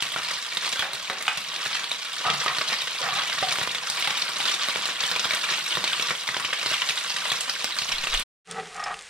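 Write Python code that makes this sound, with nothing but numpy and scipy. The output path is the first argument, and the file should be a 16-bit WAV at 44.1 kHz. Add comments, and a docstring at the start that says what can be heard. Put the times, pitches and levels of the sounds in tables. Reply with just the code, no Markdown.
"""Water boils out of meat in hot oil: filtered bubble grains sizzle, and big bubbles pop as damped sines with noise.
Utensils clack on the counter and near the pan as band-passed clicks and noise; a steel spoon also knocks and
scrapes, ringing the modes of the skillet. Low rumbling bumps follow, and the stereo sound breaks off for a moment.
Then, close up and in mono, the spoon drags, judders and ticks on the droning pan, from stick-slip grains
and short modes, while the oil only whispers in filtered noise."""
import sys
import numpy as np
from scipy import signal
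from scipy.fft import rfft, irfft, next_fast_len
from scipy.io import wavfile
from scipy.ndimage import map_coordinates

SR = 44100
rng = np.random.default_rng(int(sys.argv[2]) if len(sys.argv) > 2 else 0)


def unload_wav(signal):
    """Save mono or channel-first audio to the path in sys.argv[1] as 16-bit WAV at rate SR, clipped to [-1, 1]."""
    wavfile.write(
        sys.argv[1],
        SR,
        np.round(np.clip(np.atleast_2d(signal).T, -1, 1) * 32767).astype(np.int16),
    )


N = 400869
BREAK_S, RESUME_S = 8.228, 8.46  # the frying breaks off; the close-up begins

# Spectral density of bursting bubbles: f/Hz, relative level/dB per Hz
CRACKLE_SPECTRUM = [(35, -35.5), (60, -49), (152, -13.5), (286, -12.5), (361, -8), (406, -20.5),
                    (478, -11.5), (837, -8.5), (1130, -6.5), (1370, -5), (3020, -3.5), (7150, -8.5),
                    (8620, -12), (12800, -22), (15800, -50.5)]
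# Spectral density of fine spray: f/Hz, relative level/dB per Hz
FIZZ_SPECTRUM = [(3000, -10.5), (6000, -17.5), (8700, 9), (10000, -6), (12700, -3.5), (15800, -15.5)]


def amp(db):
    """Decibel law: level in dB to amplitude ratio."""
    return 10 ** (np.asarray(db) / 20)


def unit(x):
    """Normalization by mean power: scale to rms 1."""
    return x / np.sqrt(np.mean(x ** 2) + 1e-20)


def along(points, hz):
    """Logarithmic frequency scale: interpolate (f/Hz, value) points."""
    f, v = np.transpose(points)
    return np.interp(np.log(hz + 1), np.log(f + 1), v)


def curves(rows):
    """Linear interpolation in time: one value per sample for each column after t/s."""
    s, *columns = np.transpose(rows)
    return [np.interp(np.arange(N) / SR, s, column) for column in columns]


def between(start, end, fade):
    """Gating with linear ramps: 1 from start to end, all in s."""
    t = np.arange(N) / SR
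    return np.clip(np.minimum(t - start, end - t) / fade + 0.5, 0, 1)


def wobble(rate):
    """Slow random modulation: a smooth curve through rate random knots a second."""
    knots = rng.standard_normal(int(N * rate / SR) + 4)
    return map_coordinates(knots, [np.arange(N) * rate / SR])


def filtered(x, response):
    """Linear filtering: multiply the spectrum by a complex response of frequency."""
    m = next_fast_len(N + SR // 2)
    return irfft(rfft(x, m) * response(np.fft.rfftfreq(m, 1 / SR)), m)[..., :N]


def coloured(x, gain_db):
    """Minimum-phase filtering: a causal response from a gain in dB, by folding the cepstrum."""
    size = 4096
    cepstrum = irfft(np.log(amp(gain_db(np.fft.rfftfreq(size, 1 / SR))) + 1e-6))
    fold = np.r_[1, np.full(size // 2 - 1, 2), 1, np.zeros(size // 2 - 1)]
    response = irfft(np.exp(rfft(cepstrum * fold)))
    return signal.oaconvolve(x, np.array(response, ndmin=x.ndim), axes=-1)[..., :N]


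def shaped(x, spectrum):
    """Spectral shaping: filter by the given spectrum, then scale to rms 1."""
    return unit(coloured(x, lambda hz: along(spectrum, hz)))


def add(track, s, sound):
    """Superposition: mix a sound into a track at s seconds."""
    part = track[round(s * SR):][:len(sound)]
    part += sound[:len(part)]


def flare(attack, hold, release):
    t = np.arange(SR // 4) / SR
    return np.clip(t / attack, 0, 1) * np.exp(-np.maximum(t - hold, 0) / release)


def ringing(hz, t, rough):
    """Phase diffusion: a sine whose phase drifts, as in a mode damped by a loose contact."""
    return np.sin(2 * np.pi * hz * t + rough * np.cumsum(rng.standard_normal(len(t))))


def bubbles(count, low_hz, high_hz, cycles, spread_db):
    """Granular shot noise: short sines swell and die at random moments, many faint and a few strong."""
    when, pitch, size, life = rng.random((count, 4)).T[:, :, None]
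    hz = low_hz * (min(high_hz, SR / 2) / low_hz) ** pitch
    k = np.arange(128)  # sample number within a grain
    turns = cycles * 3 ** (2 * life - 1)
    strength = amp(-spread_db * np.log(size + 0.057)) * hz / np.sqrt(turns)
    age = 2 * hz / SR / turns * k
    grains = strength * age * np.exp(-age) * np.sin(2 * np.pi * hz / SR * k)
    places = (when * N).astype(int) + k
    return unit(np.bincount(places.ravel(), grains.ravel(), minlength=N)[:N])


def sputtering():
    """Flash boiling: power of flare-ups, which hold while the juice lasts, and of short spits."""
    # Juice runs into the oil and the boil flares up: t/s, hold/s, relative level/dB
    sputters = [(0.616, 0.062, -29), (0.705, 0.14, -32.5), (1.593, 0.08, -32), (1.725, 0.049, -31),
                (2.395, 0.05, -32.5), (2.668, 0.079, -28.5), (3.488, 0.16, -34.5), (5.478, 0.043, -29),
                (6.044, 0.053, -30), (6.583, 0.048, -29.5), (6.658, 0.089, -31), (7.265, 0.12, -31.5),
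                (7.761, 0.03, -26), (8.123, 0.022, -24.5)]
    # Single drops of juice flash to steam: t/s, relative level/dB
    spits = [(0.217, -30), (0.243, -27.5), (0.284, -25), (0.305, -25), (0.537, -27.5), (1.257, -28),
             (1.372, -27), (1.748, -27.5), (2.204, -23), (2.295, -25.5), (2.333, -26), (2.406, -24),
             (2.478, -25), (2.611, -22.5), (2.999, -26), (3.187, -25), (3.321, -24), (3.381, -25.5),
             (3.55, -23), (3.625, -25), (3.865, -25), (4.023, -25.5), (4.045, -26.5), (4.101, -22.5),
             (4.169, -25.5), (4.187, -25.5), (4.212, -23.5), (4.286, -21), (4.453, -26.5), (4.477, -26),
             (4.544, -27), (4.631, -25), (5.003, -24), (5.193, -25.5), (5.24, -25), (5.301, -23.5),
             (5.436, -25.5), (5.509, -28), (5.533, -23), (5.567, -29), (5.875, -25), (5.924, -22.5),
             (6.022, -26), (6.085, -25), (6.269, -23), (6.339, -23.5), (6.397, -27), (6.527, -21.5),
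             (6.736, -24), (6.815, -23), (6.86, -27.5), (6.888, -25), (6.971, -25), (6.991, -26),
             (7.096, -25.5), (7.161, -26.5), (7.249, -24.5), (7.292, -25), (7.352, -23), (7.403, -24.5),
             (7.491, -23), (7.888, -23.5), (7.917, -23.5), (8.167, -27.5)]
    power = np.zeros(N)
    for s, hold, db in sputters:
        add(power, s, (amp(db) * flare(attack=0.0048, hold=hold, release=0.0059)) ** 2)
    for s, db in spits:
        add(power, s, (amp(db) * flare(attack=0.0015, hold=0.0073, release=0.004)) ** 2)
    return power


def sizzle():
    """Vapour-bubble noise: water boils out of the meat in flurries, and spray fizzes on the hot iron."""
    # How hard the oil boils: t/s, relative level/dB
    boil = [(0.0, -31), (0.76, -34), (0.93, -36), (1.2, -35), (1.7, -33.5), (1.9, -35), (2.12, -33.5),
            (2.47, -30), (2.92, -32), (3.18, -30), (4.1, -31.5), (4.68, -28.5), (4.81, -30.5),
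            (5.97, -30.5), (6.15, -34.5), (6.9, -31), (7.55, -33), (8.0, -33)]
    spray_mean_db, spray_follows = -44.5, 0.82  # fizz at a mean boil; dB of fizz per dB of boil
    spray_grows_db_per_s = 0.5  # the spray thickens as the meat heats through
    steady_power = amp(curves(boil)[0] + 0.6 * wobble(14)) ** 2
    boil_db = 10 * np.log10(steady_power + sputtering())
    flurry = np.tanh(unit(wobble(60) + 1.5 * wobble(170)) / 2)

    bursts = bubbles(count=6000, low_hz=816, high_hz=14800, cycles=0.49, spread_db=5.5)
    # Rounder bubbles, each with its own pitch
    pings = bubbles(count=1100, low_hz=1400, high_hz=6060, cycles=1.23, spread_db=3.0)
    boiling = bursts * amp(3.2 * flurry) + 0.5 * pings + 0.28 * rng.standard_normal(N)
    crackle = shaped(boiling, CRACKLE_SPECTRUM)
    # Small bubbles carry little bass
    crackle = coloured(crackle, lambda hz: along([(110, -7.0), (250, -1.5), (700, 0.5)], hz))

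    mist = bubbles(count=6000, low_hz=5010, high_hz=16000, cycles=0.8, spread_db=1.5)
    # Single drops of fat crack
    spatter = bubbles(count=320, low_hz=5060, high_hz=13900, cycles=0.72, spread_db=8.0)
    fizz = shaped(mist * amp(3.4 * flurry) + 0.44 * spatter, FIZZ_SPECTRUM)
    growth_db = spray_grows_db_per_s * (np.arange(N) - N / 2) / SR
    spray_db = spray_mean_db + spray_follows * (boil_db - boil_db.mean()) + growth_db
    return amp(boil_db) * crackle + amp(spray_db) * fizz


def small_pops():
    """Uniform random occurrence: lesser bubbles, in rows like those of the big ones."""
    pops_per_s = 5
    draws = rng.random((int(pops_per_s * BREAK_S), 4))
    rows = []
    for when, size, pitch, puff in draws:
        level_db = -20 + 4 * (2 * size - 1)
        hz = 3950 * 2.1 ** (2 * pitch - 1)
        puff_db = -30.5 + 9 * (2 * puff - 1)
        rows.append((when * BREAK_S, level_db, hz, puff_db))
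    return rows


def pops():
    """Cavity resonance: big bubbles snap open, ring, puff steam and throw droplets; the oil sloshes back."""
    # Big steam bubbles bursting: t/s, relative level/dB, cavity f/Hz, relative level of the puff/dB
    big_pops = [(0.023, -6.5, 2900, -38), (0.161, -10, 1400, -32), (0.57, -6, 3820, -23),
                (0.732, -14, 3500, -16), (0.793, -7, 3370, -38), (0.933, -17, 4000, -14),
                (1.099, -16.5, 3760, -10), (1.373, -13.5, 7000, -25), (1.66, -16.5, 3900, -9),
                (1.841, -11.5, 4160, -26), (1.9147, -10, 3840, -20), (2.461, -9, 1290, -16),
                (2.584, -8.5, 4370, -17.5), (2.722, -11, 2010, -20), (3.487, -9, 3980, -17.5),
                (3.515, -11.5, 2300, -36), (3.523, -8, 4600, -37.5), (3.585, -17, 2600, -4),
                (3.613, -18.5, 2200, -3), (3.674, -19, 1500, -1.5), (3.748, -7.5, 3500, -29),
                (3.899, -6.5, 5000, -45), (4.074, -9, 3500, -18), (4.402, -9, 2680, -29),
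                (4.685, -13.5, 4030, -11.5), (4.758, -15, 3070, -5.5), (4.8548, -8.5, 3950, -22),
                (4.888, -19.5, 1800, -9), (5.037, -9.5, 3400, -31), (5.051, -11.5, 3000, -42),
                (5.114, -8, 4200, -21), (5.161, -8.5, 2410, -24), (5.254, -13, 3400, -8),
                (5.333, -11.5, 3000, -25), (5.348, -15, 8240, -31), (5.752, -9.5, 3690, -28),
                (5.771, -17.5, 1900, -2), (5.8404, -5, 4200, -19), (5.996, -6, 3070, -33),
                (6.1063, -6.5, 2090, -22), (6.288, -9.5, 1920, -33), (6.366, -15, 3020, -6.5),
                (6.447, -6.5, 2700, -37), (6.66, -10.5, 4150, -12.5), (6.714, -20.5, 4200, -3),
                (6.906, -10.5, 2690, -33), (7.317, -9.5, 3300, -13), (7.643, -6.5, 5140, -23),
                (7.818, -10.5, 2900, -23.5), (7.982, -11.5, 4200, -39.5), (8.0378, -8.5, 2680, -37.5),
                (8.07, -7.5, 2700, -23), (8.196, -13, 8000, -43)]
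    # Spectral density of oil falling back: f/Hz, relative level/dB per Hz
    slosh_spectrum = [(100, -28.5), (400, -7.5), (800, -4), (2000, 10.5), (4000, -10), (9000, -32.5)]
    middle_hz = 3000
    tear_s, cavity_s, droplets_s, slosh_s = 0.000055, 0.0038, 0.013, 0.024  # click length; then decays
    track, spit, crack, slosh = np.zeros((4, N))
    t = np.arange(SR // 6) / SR
    for s, db, hz, puff_db in big_pops + small_pops():
        smallness = hz / middle_hz
        snap = np.exp(-hz * t / 2.16) * np.sin(2 * np.pi * hz * t)
        u = t / 0.00017
        puff = (1 - u) * np.exp(-u) * (1 - np.exp(-t / 0.00005))
        # The film of the bubble tears: one sharp click
        tear = np.diff(t / tear_s * np.exp(1 - t / tear_s), prepend=0)
        add(track, s + 0.001014, amp(db) * (snap + amp(-13) * tear + amp(puff_db + 24.0) * puff))
        cavity = np.exp(-t / cavity_s) * ringing(hz, t, rough=0.25)
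        add(track, s + 0.001506, amp(db - 13.5) * cavity)
        # Smaller, higher bubbles crack harder: 9.5 dB per octave
        add(crack, s + 0.001, amp(db - 13 + 9.5 * np.log2(smallness)) * np.exp(-t / 0.00083))
        burst = amp(db - 20) * np.exp(-t / 0.0059)
        add(spit, s + 0.0011, burst + amp(db - 27) * np.exp(-t / droplets_s))
        # Big, low bubbles leave the most slosh
        add(slosh, s + 0.0071, amp(db - 26) / (1 + smallness ** 4) * np.exp(-t / slosh_s))
    droplets = bubbles(count=4000, low_hz=1000, high_hz=14800, cycles=0.56, spread_db=1.0)
    droplets = droplets + 1.4 * rng.standard_normal(N)
    hiss = spit * shaped(droplets, CRACKLE_SPECTRUM)
    bright = crack * shaped(droplets, FIZZ_SPECTRUM)
    return track + hiss + bright + slosh * shaped(droplets, slosh_spectrum)


def clacks():
    """Band-limited impact: utensils give a hard click and a short dry body; the cupboards answer."""
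    # Utensils clack on the counter or near the pan: t/s, relative level/dB, lowest f/Hz, highest f/Hz
    blows = [(0.8239, -9, 536, 1830), (1.099, -12.5, 377, 2070), (1.28, -7, 830, 3120),
             (4.0745, -14.5, 545, 2000)]
    blow_s, cupboards_s = 0.0026, 0.053  # decays
    track, t = np.zeros(N), np.arange(SR // 4) / SR
    for s, db, low_hz, high_hz in blows:
        band = signal.butter(2, [low_hz, min(high_hz, SR / 2 - 1)], "bandpass", fs=SR)
        click = signal.lfilter(*band, t == 0)
        body = unit(signal.lfilter(*band, rng.standard_normal(len(t))))
        dying = amp(-6.5) * np.exp(-t / blow_s) + amp(-22) * np.exp(-t / cupboards_s)
        add(track, s, amp(db) * (click / np.abs(click).max() + dying * body))
    response = echoes(near_db=-9.0, near_t60=0.02, room_db=-2.0)
    return signal.oaconvolve(track[None], response, axes=1)[:, :N]


def skillet(x, pitch=1):
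    """Modal superposition: the pan rings in damped modes, all shifted by the factor pitch."""
    # Modes of the pan: f/Hz, width/Hz, relative level/dB
    modes = [(174, 9.3, 0), (392, 11, -3.5), (444, 18, 3), (738, 32, 12.5), (815, 50, 5), (1148, 31, 5.5),
             (1245, 45, 6.5), (1320, 41, -10), (1860, 21, -11.5), (1914, 52, -2.5), (2200, 36, -9),
             (2570, 98, -24.5)]

    def response(f):
        total = 0
        for k, (centre, width, db) in enumerate(modes):
            damping = 1j * f * width
            total = total + (-1) ** k * amp(db) * damping / ((pitch * centre) ** 2 - f * f + damping)
        return total

    return filtered(x, response)


def scraping(ring_db, grit_db, pitch=1):
    """Stick-slip friction: steel on iron makes rough little jolts that ring the pan."""
    # Spectral density of the grit: f/Hz, relative level/dB per Hz
    grit_spectrum = [(150, -17.5), (400, -11.5), (750, -5), (1250, 1.5), (2100, 0.5), (4000, -11),
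                     (9000, -38), (13000, -60)]
    slips = bubbles(count=4000, low_hz=493, high_hz=8970, cycles=0.43, spread_db=3.0)
    slips = slips + 0.89 * rng.standard_normal(N)
    slips = slips * amp(1.2 * wobble(90))
    ring_colour = [(150, -2.5), (450, -17.0), (700, -4), (1200, 1), (3000, 5.5)]
    ring = shaped(skillet(slips, pitch), ring_colour)
    return amp(ring_db) * ring + amp(grit_db) * shaped(slips, grit_spectrum)


def stirring():
    """Impact and friction excitation: the spoon knocks on the pan and pushes the meat around."""
    # Strokes of the spoon over the pan, one list each: t/s, relative level/dB
    strokes = [
        [(2.243, -22), (2.276, -27.5), (2.35, -29.5)],
        [(2.465, -26.5), (2.512, -25)],
        [(3.028, -24), (3.105, -33.5), (3.2, -29.5)],
    ]
    # Knocks: t/s, relative level/dB, contact f/Hz, decay/s, relative level of the pan's rocking/dB
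    knocks = [(2.259, -20.5, 765, 0.015, -29), (2.264, -17.5, 1290, .018, -20),
              (2.294, -23.5, 1250, .012, -8.5), (3.011, -25.5, 522, .008, -25),
              (3.033, -26, 794, .026, -25), (3.075, -28.5, 757, 0.034, -34.5),
              (3.127, -24, 1190, 0.01, -18), (3.4262, -13.5, 738, 0.014, -46)]
    stroke = sum(amp(curves(rows)[0]) * between(rows[0][0], rows[-1][0], 0.023) for rows in strokes)
    blows, jolts, clack = np.zeros((3, N))
    t = np.arange(SR // 8) / SR
    for s, db, hz, decay, rock_db in knocks:
        add(blows, s, amp(db - 2) * np.exp(-t / decay) * ringing(hz, t, rough=0.008))
        add(clack, s, amp(db - 9.5) * np.exp(-t / 0.011))
        add(jolts, s, amp(db + rock_db + 19.5) * np.exp(-t / 0.0028))  # the shove rocks the whole pan
    clack_colour = [(200, -24.5), (700, -3.5), (3500, 2.5), (9000, -17.5), (15000, -39.0)]
    clatter = clack * shaped(rng.standard_normal(N), clack_colour)
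    return stroke * scraping(ring_db=-6.5, grit_db=-4.5) + blows + skillet(jolts) + clatter


def bumping():
    """Low-pass noise under an envelope: brief deep bumps swell and fade."""
    # Course of the rumble: t/s, relative level/dB
    bumps = [(7.7, -69), (7.9, -59), (7.946, -45), (8.02, -46), (8.09, -52), (8.152, -25), (8.22, -42)]
    # Spectral density of the rumble: f/Hz, relative level/dB per Hz
    rumble_spectrum = [(10, 11), (25, 10), (45, 0), (80, -28), (200, -41.5)]
    rumble = shaped(rng.standard_normal(N), rumble_spectrum)
    return amp(curves(bumps)[0]) * between(7.7, BREAK_S, 0.019) * rumble


def scooping():
    """Friction-driven modes: the spoon drags and judders; the pan drones under its weight; its edge ticks."""
    # Course of the drags: t/s, relative scrape level/dB, relative level of the pan's drone/dB
    scoop = [(8.46, -60, -60), (8.5, -40, -43), (8.54, -46, -41), (8.567, -40, -43), (8.594, -33, -37),
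             (8.66, -52, -46), (8.725, -51, -57), (8.775, -39.5, -51.5), (8.85, -38, -56),
             (8.925, -34.5, -65), (8.965, -48.5, -52), (9.09, -73, -74)]
    # The dragged spoon catches and lets go: t/s, relative level/dB
    judders = [(8.799, -38), (8.826, -35), (8.86, -32), (8.895, -31.5), (8.907, -31)]
    # Light ticks of the spoon's edge: t/s, relative level/dB, f/Hz, t60/s
    edge_ticks = [(8.511, -15, 8600, 0.011), (8.521, -23, 5500, 0.0085), (8.763, -23, 7200, 0.01),
                  (8.7984, -26, 5400, 0.029), (8.838, -17, 5200, 0.044), (8.941, -23, 2630, 0.027),
                  (8.99, -23.5, 3700, 0.0079)]
    # The spoon eases off between its two drags, and the pan rings lower
    ease_s, pressed_pitch, eased_pitch = 8.69, 1.035, 0.99
    scrape_db, drone_db = curves(scoop)
    power = amp(scrape_db) ** 2
    for s, db in judders:
        add(power, s, (amp(db) * flare(attack=0.002, hold=0.006, release=0.008)) ** 2)
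    pressed = scraping(ring_db=1.0, grit_db=-3.0, pitch=pressed_pitch)
    eased = scraping(ring_db=1.0, grit_db=-3.0, pitch=eased_pitch)
    share = between(0, ease_s, 0.03)
    drag = np.sqrt(power) * (share * pressed + (1 - share) * eased)

    drone_colour = [(100, 1.0), (480, -2.0), (700, -26.0), (2000, -59.0)]
    drone = shaped(skillet(rng.standard_normal(N)), drone_colour)

    ticks, t = np.zeros(N), np.arange(SR // 10) / SR
    for s, db, hz, t60 in edge_ticks:
        ring = amp(-60 * t / t60) * ringing(hz, t, rough=0.13)
        crack = amp(-60 * t / 0.027) * rng.standard_normal(len(t))
        add(ticks, s + 0.00081, amp(db - 11.0) * (ring + 0.88 * crack))
    tick_colour = [(700, -13), (2500, 5.5), (9000, 1.5), (11500, -23)]
    ticks = coloured(ticks, lambda hz: along(tick_colour, hz))
    return drag + amp(drone_db) * drone + ticks


def whisper():
    """Sparse shot noise over broadband noise: a few scraps simmer over the hush of the kitchen."""
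    # Spectral density of simmer and hush: f/Hz, relative level/dB per Hz
    whisper_spectrum = [(24, -27.5), (40, -3), (82, -16), (125, -20), (329, -19), (382, -11), (845, -11.5),
                        (1960, -3), (5850, -11), (9130, -12.5), (15000, -50)]
    simmer = bubbles(count=3000, low_hz=2020, high_hz=12300, cycles=0.65, spread_db=7.0)
    return amp(-44.5) * shaped(0.43 * simmer + rng.standard_normal(N), whisper_spectrum)


def echoes(near_db, near_t60, room_db):
    """Exponential reverberation: direct sound, quick echoes off pan and stove back, then the kitchen."""
    # Reverberation time of the kitchen: f/Hz, t60/s
    room_decay = [(150, 0.46), (1000, 0.33), (4000, 0.41), (14000, 0.36)]
    # Left-right likeness of the echoes: f/Hz, correlation
    likeness = [(150, 0.7), (600, 0.8), (1500, 0.7), (4000, 0.41), (9000, 0.54), (14000, 0.11)]
    hz, t, z = signal.stft(rng.standard_normal((2, SR // 4)), SR, nperseg=128)
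    turn = np.arccos(np.clip(along(likeness, hz), -1, 1))[:, None] / 2
    mid, side = z[0] * np.cos(turn), z[1] * np.sin(turn)
    pair = np.array([mid + side, mid - side])
    room_t60 = along(room_decay, hz)[:, None]
    response = 0
    for db, t60 in ((near_db, near_t60), (room_db, room_t60)):
        tail = signal.istft(pair * amp(-60 * t / t60), SR, nperseg=128)[1]
        response = response + amp(db) * tail / np.linalg.norm(tail[0])
    norm = np.sqrt(1 + np.sum(response[0] ** 2))
    return np.hstack([np.ones((2, 1)), np.zeros((2, 20)), response]) / norm


def kitchen(x, direct, count=10):
    """Convolution and interaural cues: sound leaps among spots with their own echoes, a little to the right."""
    # Stereo balance: f/Hz, left minus right/dB
    balance = [(200, 0), (500, -2), (2400, 0), (4500, -1), (8500, -1.5), (12500, -6), (15800, -4)]
    lag_s = 4.2e-5  # left after right
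    spot = np.cumsum(90 * amp(3 * wobble(30))) / SR % count
    out = np.array([direct, direct])
    for k in range(count):
        distance = np.abs((spot - k + count / 2) % count - count / 2)
        share = np.clip(1.5 - 2 * distance, 0, 1)
        response = echoes(near_db=-1.5, near_t60=0.021, room_db=1.0)
        out += signal.oaconvolve((share * x)[None], response, axes=1)[:, :N]
    half = np.array([[0.5], [-0.5]])
    return filtered(out, lambda hz: amp(half * along(balance, hz)) * np.exp(-2j * np.pi * hz * half * lag_s))


def stove(x, low_hz):
    """Resonant colouring: pan and stove top tint the sound; so small a source sends out no deep bass."""
    # Colour of pan and stove top: f/Hz, width/Hz, gain/dB
    resonances = [(163, 96, 8), (310, 56, -7), (476.6, 34, 6.5), (738, 26, 2), (980, 43, 6),
                  (1142, 120, 7.5), (3020, 69, 2), (3770, 2170, 4.5)]

    def gain_db(hz):
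        bumps_db = sum(db / (1 + (2 * (hz - c) / w) ** 2) for c, w, db in resonances)
        return bumps_db - 10 * np.log10(1 + (low_hz / (hz + 10)) ** 5)

    return coloured(x, gain_db)


def scene():
    """Superposition: the frying in stereo, a short break, then the close-up in mono."""
    sharp = amp(-4.0) * pops()
    pan = amp(-1.22) * sizzle() + stirring() + sharp
    # Pops sound above the rim, so more of them arrives directly
    frying = stove(kitchen(pan, direct=amp(-12) * sharp), low_hz=90)
    wide = frying + amp(0.4) * clacks() + bumping()
    close = scooping() + whisper()
    return wide * between(-1, BREAK_S, 0.018) + close * between(RESUME_S + 0.024, 10, 0.076)


def record(dry):
    """Band limitation: a steep low-pass at 15.8 kHz."""
    return filtered(dry, lambda hz: 1 / (1 + (hz / 15800) ** 120))


dry = scene()
out = record(dry)
unload_wav(out)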